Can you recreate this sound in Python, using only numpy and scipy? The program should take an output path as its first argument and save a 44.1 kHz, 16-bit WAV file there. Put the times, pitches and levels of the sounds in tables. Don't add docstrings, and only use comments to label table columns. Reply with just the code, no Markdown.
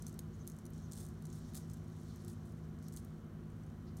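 import sys
import numpy as np
from scipy import signal
from scipy.fft import rfft, irfft
from scipy.io import wavfile

SR = 44100
rng = np.random.default_rng(int(sys.argv[2]) if len(sys.argv) > 2 else 0)


def digitize_waveform(pressure):
    field = np.atleast_2d(pressure).T
    bounded = np.clip(field, -1, 1)
    quanta = np.round(bounded * 32767).astype(np.int16)
    wavfile.write(sys.argv[1], SR, quanta)


N = 176400
T = np.arange(N) / SR

# pitch_hz, rms_db
HUM_TONES = [(59, -61.5), (82, -63.5), (106, -57.5), (159, -53), (212, -57.5), (237, -68), (245.8, -61.5),
             (346, -70.5), (355.3, -72), (474, -78.5), (1125.5, -80.5), (1481, -94), (2782, -101),
             (2842, -105), (2902, -96.5), (2962, -96), (3021, -102.5), (3080, -90)]
# frequency_hz, relative_db
AIR_SPECTRUM = [(15, -40), (30, -5), (42, -11), (54, -3.5), (72, 0), (96, 3.5), (115, 0), (133, -6.5),
                (153, 5.5), (170, -1.5), (186, -7.5), (202, -3), (218, -4.5), (235, -3), (260, -9.5),
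                (305, -10.5), (328, -8.5), (355, -4.5), (385, -13.5), (440, -14.5), (520, -20), (750, -21),
                (920, -27), (1010, -21.5), (1100, -26.5), (1280, -23.5), (1650, -28.5), (2100, -33.5),
                (2720, -40), (3150, -39), (3600, -41), (4200, -41), (5000, -47), (5900, -45.5),
                (7500, -50.5), (9500, -45), (10400, -52), (11500, -45.5), (16000, -50)]
# centre_s, half_length_s, level_db, resonance_hz, half_width_hz
WALL_RUBS = [(.345, 0.0091, -72.5, 6700, 500), (0.41, 0.012, -69, 6200, 350),
             (0.846, 0.015, -70, 6300, 250), (1.47, 0.032, -76, 5600, 1200), (1.626, 0.014, -71, 5800, 400),
             (2.1, .03, -74, 4350, 900), (2.21, 0.0088, -73, 4770, 1200), (2.643, .012, -78, 5500, 1200),
             (2.86, .03, -74, 5740, 900), (3.884, 0.011, -71.5, 4620, 1300)]
# time_s, level_db
SLIDE_LEVELS = [(0, -71), (.27, -79.5), (.42, -76), (.62, -77.5), (.71, -82), (.75, -70.5), (.88, -75),
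                (1.22, -77), (1.37, -70), (1.62, -72.5), (1.83, -76), (2.14, -71), (2.42, -77), (2.74, -80),
                (2.87, -77.5), (3.08, -76.5), (3.25, -82.5), (4, -79.5)]
# frequency_hz, relative_db
SLIDE_SPECTRUM = [(1000, -15.5), (2600, -11.5), (3200, -2.5), (4300, 1.5), (4900, -2.5), (5700, 4),
                  (6450, 2), (7200, -0.5), (9000, -4.5), (10500, -9.5), (16000, -14)]
# pitch_hz, relative_db, t60_s
CUP_MODES = [(3550, -18.5, 0.018), (4190, -29.5, 0.06), (5380, -20.5, 0.014), (6240, -21.5, 0.028),
             (6370, -20.5, 0.029), (6630, -18.5, 0.011), (7430, -20, 0.0092), (8700, -17.5, 0.017),
             (10000, -25, .012), (11430, -22, 0.0077)]
# start_s, length_s, level_db, change_over_length_db
RIM_DRAGS = [(0.068, 0.047, -70, -4), (0.478, .045, -65, -11), (.918, 0.041, -61.5, -1),
             (0.965, 0.055, -59.5, 1), (1.024, 0.033, -61, -1.5), (1.06, 0.084, -72.5, -5),
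             (1.328, 0.068, -65, -6), (1.551, 0.037, -51.5, -6), (1.59, 0.048, -63, -15),
             (1.695, .025, -67, -7), (2.278, 0.062, -65.5, -3), (2.452, 0.078, -70.5, -10),
             (2.832, .025, -67, -12), (2.923, 0.037, -63, -10.5), (2.967, .035, -57.5, -11.5),
             (3.965, .032, -68, -4)]
# frequency_hz, relative_db
CRACKLE_SPECTRUM = [(300, -11), (1500, -10), (2700, -20), (3600, -6.5), (5000, -5), (6400, -2.5),
                    (7700, .5), (9400, 2.5), (10500, -3), (12500, -5), (14000, -8), (16000, -10)]
# start_s, relative_db, treble_db, body_db
CONTACT_TICKS = [(0.0231, -52, -3, -5), (0.0665, -48, -10, -7), (0.0798, -58, 1, 3), (0.0835, -58, 2, -4),
                 (0.0947, -60, -4, -7), (0.1278, -61.5, -1, 1), (0.1423, -64, -1, 2), (0.1912, -45.5, 3, 3),
                 (0.4693, -62, -5, -1), (0.4758, -44.5, 4, -0.5), (0.4993, -55.5, -4, -11),
                 (0.5192, -60, -5, -6), (0.5655, -65, -2, -5), (0.5875, -59.5, -3, -11),
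                 (0.6543, -57.5, 0, -2), (0.6645, -57, -1, -1), (0.704, -63.5, 4, -7),
                 (0.735, -62.5, -6, 0), (0.7778, -64, -4, 0), (0.915, -58, -11, -1),
                 (0.9211, -51.5, 0, -0.5), (0.934, -51, -3, 0), (0.9758, -55, -4, 2), (1.0106, -59, 1, -2),
                 (1.0652, -59, -1, -2), (1.0876, -60.5, 3, -5), (1.2232, -61, 0, 1),
                 (1.2538, -54.5, -7, -6), (1.2686, -60.5, -4, -3), (1.3015, -61, -18, 1),
                 (1.328, -57, -8, -8), (1.5357, -61, 3, 6), (1.5465, -53, -1, 3), (1.551, -52, 2, 6),
                 (1.5738, -50, -3, 2), (1.6992, -59, -2, 1), (1.7143, -64, -3, -5), (1.7352, -57, 1, -4),
                 (1.741, -60, -1, -2), (1.7704, -65, 1, 4), (1.8998, -71, 3, 5), (2.0149, -68, 4, 1),
                 (2.1602, -61.5, -1, 0), (2.2481, -58, 4, -5), (2.279, -60.5, 5, -2), (2.2819, -55.5, 2, 9),
                 (2.299, -61, 0, 3), (2.5217, -69, 5, -3), (2.7883, -68.5, -10, 1), (2.826, -64.5, 1, 3),
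                 (2.8668, -69, -6, 2), (2.8836, -55, -1, -1), (2.9234, -62, -1, -1), (2.939, -59, 6, 4),
                 (2.9641, -50.5, -2, -12), (2.972, -52, -3, 2.5), (3.0485, -60.5, 3, -6),
                 (3.502, -71, -6, -7), (3.6356, -69.5, -9, 2), (3.6656, -71, -2, -2), (3.7004, -73, -16, 2),
                 (3.9693, -62, 0, -5), (3.9725, -61, 0, -6), (3.9869, -68, -1, 4)]
# frequency_hz, relative_db
TICK_SPECTRUM = [(300, -38), (1200, -12), (2700, -17.5), (3400, -13), (4100, -6.5), (5100, -4.5),
                 (6400, -3.5), (7800, 0), (9000, -2.5), (10500, -1.5), (12500, -3), (14000, -7),
                 (16000, -13)]


def amp(db):
    return 10 ** (np.asarray(db) / 20)


def unit(x):
    return x / np.sqrt(np.mean(x ** 2) + 1e-20)


def add(mix, start_s, sound):
    part = mix[max(round(start_s * SR), 0):][:len(sound)]
    part += sound[:len(part)]


def spectrum_db(hz, spectrum):
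    points_hz, points_db = np.transpose(spectrum)
    return np.interp(np.log(hz + 1), np.log(points_hz), points_db)


def colour(x, spectrum, treble_db=0, body_db=0, size=1024):
    hz = abs(np.fft.fftfreq(size, 1 / SR))
    shelves_db = np.interp(hz, [4600, 6000, 7500, 10500], [body_db, 0, 0, treble_db])
    log_gain = np.log(amp(spectrum_db(hz, spectrum) + shelves_db))
    taps = np.fft.ifft(np.exp(np.conj(signal.hilbert(log_gain)))).real
    return signal.fftconvolve(x, taps[:size // 2])[:len(x)]


def noise(gain):
    hz = np.fft.rfftfreq(N, 1 / SR)
    return unit(irfft(rfft(rng.standard_normal(N)) * gain(hz), N))


def appliance(air_db=-51.5):
    air = noise(lambda hz: amp(spectrum_db(hz, AIR_SPECTRUM)))
    tones = sum(amp(rms_db) * np.sqrt(2) * np.sin(2 * np.pi * (hz * T + rng.random()))
                for hz, rms_db in HUM_TONES)
    return amp(air_db) * air + tones


def room(direct, t60_s=0.21, level_db=-15, delay_s=0.004):
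    t = T[:SR // 2]
    echoes = rng.standard_normal(len(t)) * (rng.random(len(t)) < 0.08)
    tail = echoes * (t > delay_s) * amp(-60 * t / t60_s)
    return direct + amp(level_db) * signal.fftconvolve(direct, tail / np.linalg.norm(tail))[:N]


def wall_rubs():
    out = np.zeros(N)
    for centre_s, half_length_s, level_db, resonance_hz, half_width_hz in WALL_RUBS:
        swell = np.exp(-((T - centre_s) / half_length_s) ** 2 / 2)
        friction = noise(lambda hz: 1 / (1 + ((hz - resonance_hz) / half_width_hz) ** 2))
        out += amp(level_db) * swell * friction
    return out


def impacts(per_s, spread_db):
    strength = amp(spread_db * np.minimum(rng.exponential(1, N), 3))
    return strength * rng.choice([-1, 1], N) * (rng.random(N) < per_s / SR)


def snap(flutter_db, ring_db, crack_s=0.00021, flutter_s=0.0029, size=1500):
    t = np.arange(size) / SR
    crack = rng.standard_normal(size) * np.exp(-t / crack_s)
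    flutter = rng.standard_normal(size) * np.exp(-t / flutter_s)
    out = 2 * crack / np.linalg.norm(crack) + amp(flutter_db) * flutter
    for hz, mode_db, t60_s in CUP_MODES:
        decay = amp(ring_db + mode_db - 60 * t / t60_s) * rng.uniform(0, 2)
        detuned_hz = hz * rng.normal(1, 0.03)
        out += decay * np.sin(2 * np.pi * (detuned_hz * t + rng.random()))
    return out


def crackle(per_s, spread_db, spots):
    snaps = np.zeros(N)
    for _ in range(spots):
        hits = impacts(per_s / spots, spread_db)
        snaps += signal.oaconvolve(hits, unit(snap(flutter_db=-19, ring_db=-9)))[:N]
    return unit(colour(snaps, CRACKLE_SPECTRUM))


def sliding_grains(stray_db=-8.5):
    hiss = unit(colour(impacts(per_s=7000, spread_db=4.5), SLIDE_SPECTRUM))
    strays = crackle(per_s=60, spread_db=1, spots=6)
    flow = amp(np.interp(T, *np.transpose(SLIDE_LEVELS)))
    return flow * (hiss + amp(stray_db) * strays)


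def rim_drags(attack_s=0.0022, release_s=0.0022):
    envelope = np.zeros(N)
    for start_s, length_s, level_db, change_db in RIM_DRAGS:
        t = T - start_s
        attack = np.clip(t / attack_s, 0, 1)
        level = amp(level_db + change_db * np.clip(t / length_s, 0, 1))
        release = np.exp(-np.maximum(t - length_s, 0) / release_s)
        envelope += attack * level * release
    return envelope * crackle(per_s=1600, spread_db=3, spots=40)


def contact_ticks(gain_db=21.5, treble_trim_db=-0.5):
    out = np.zeros(N)
    for start_s, relative_db, treble_db, body_db in CONTACT_TICKS:
        tick = snap(flutter_db=-13, ring_db=-3.5)
        tick = colour(tick, TICK_SPECTRUM, treble_db + treble_trim_db, body_db)
        add(out, start_s, amp(relative_db + gain_db) * tick / np.linalg.norm(tick))
    return out


def scene():
    background = appliance()
    pouring = contact_ticks() + rim_drags() + sliding_grains() + wall_rubs()
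    return (background + room(pouring))[None]


def record(dry):
    lowpass = signal.firwin(401, cutoff=15950, window=("kaiser", 8), fs=SR)
    return signal.oaconvolve(dry, lowpass[None], "same")


dry = scene()
out = record(dry)
digitize_waveform(out)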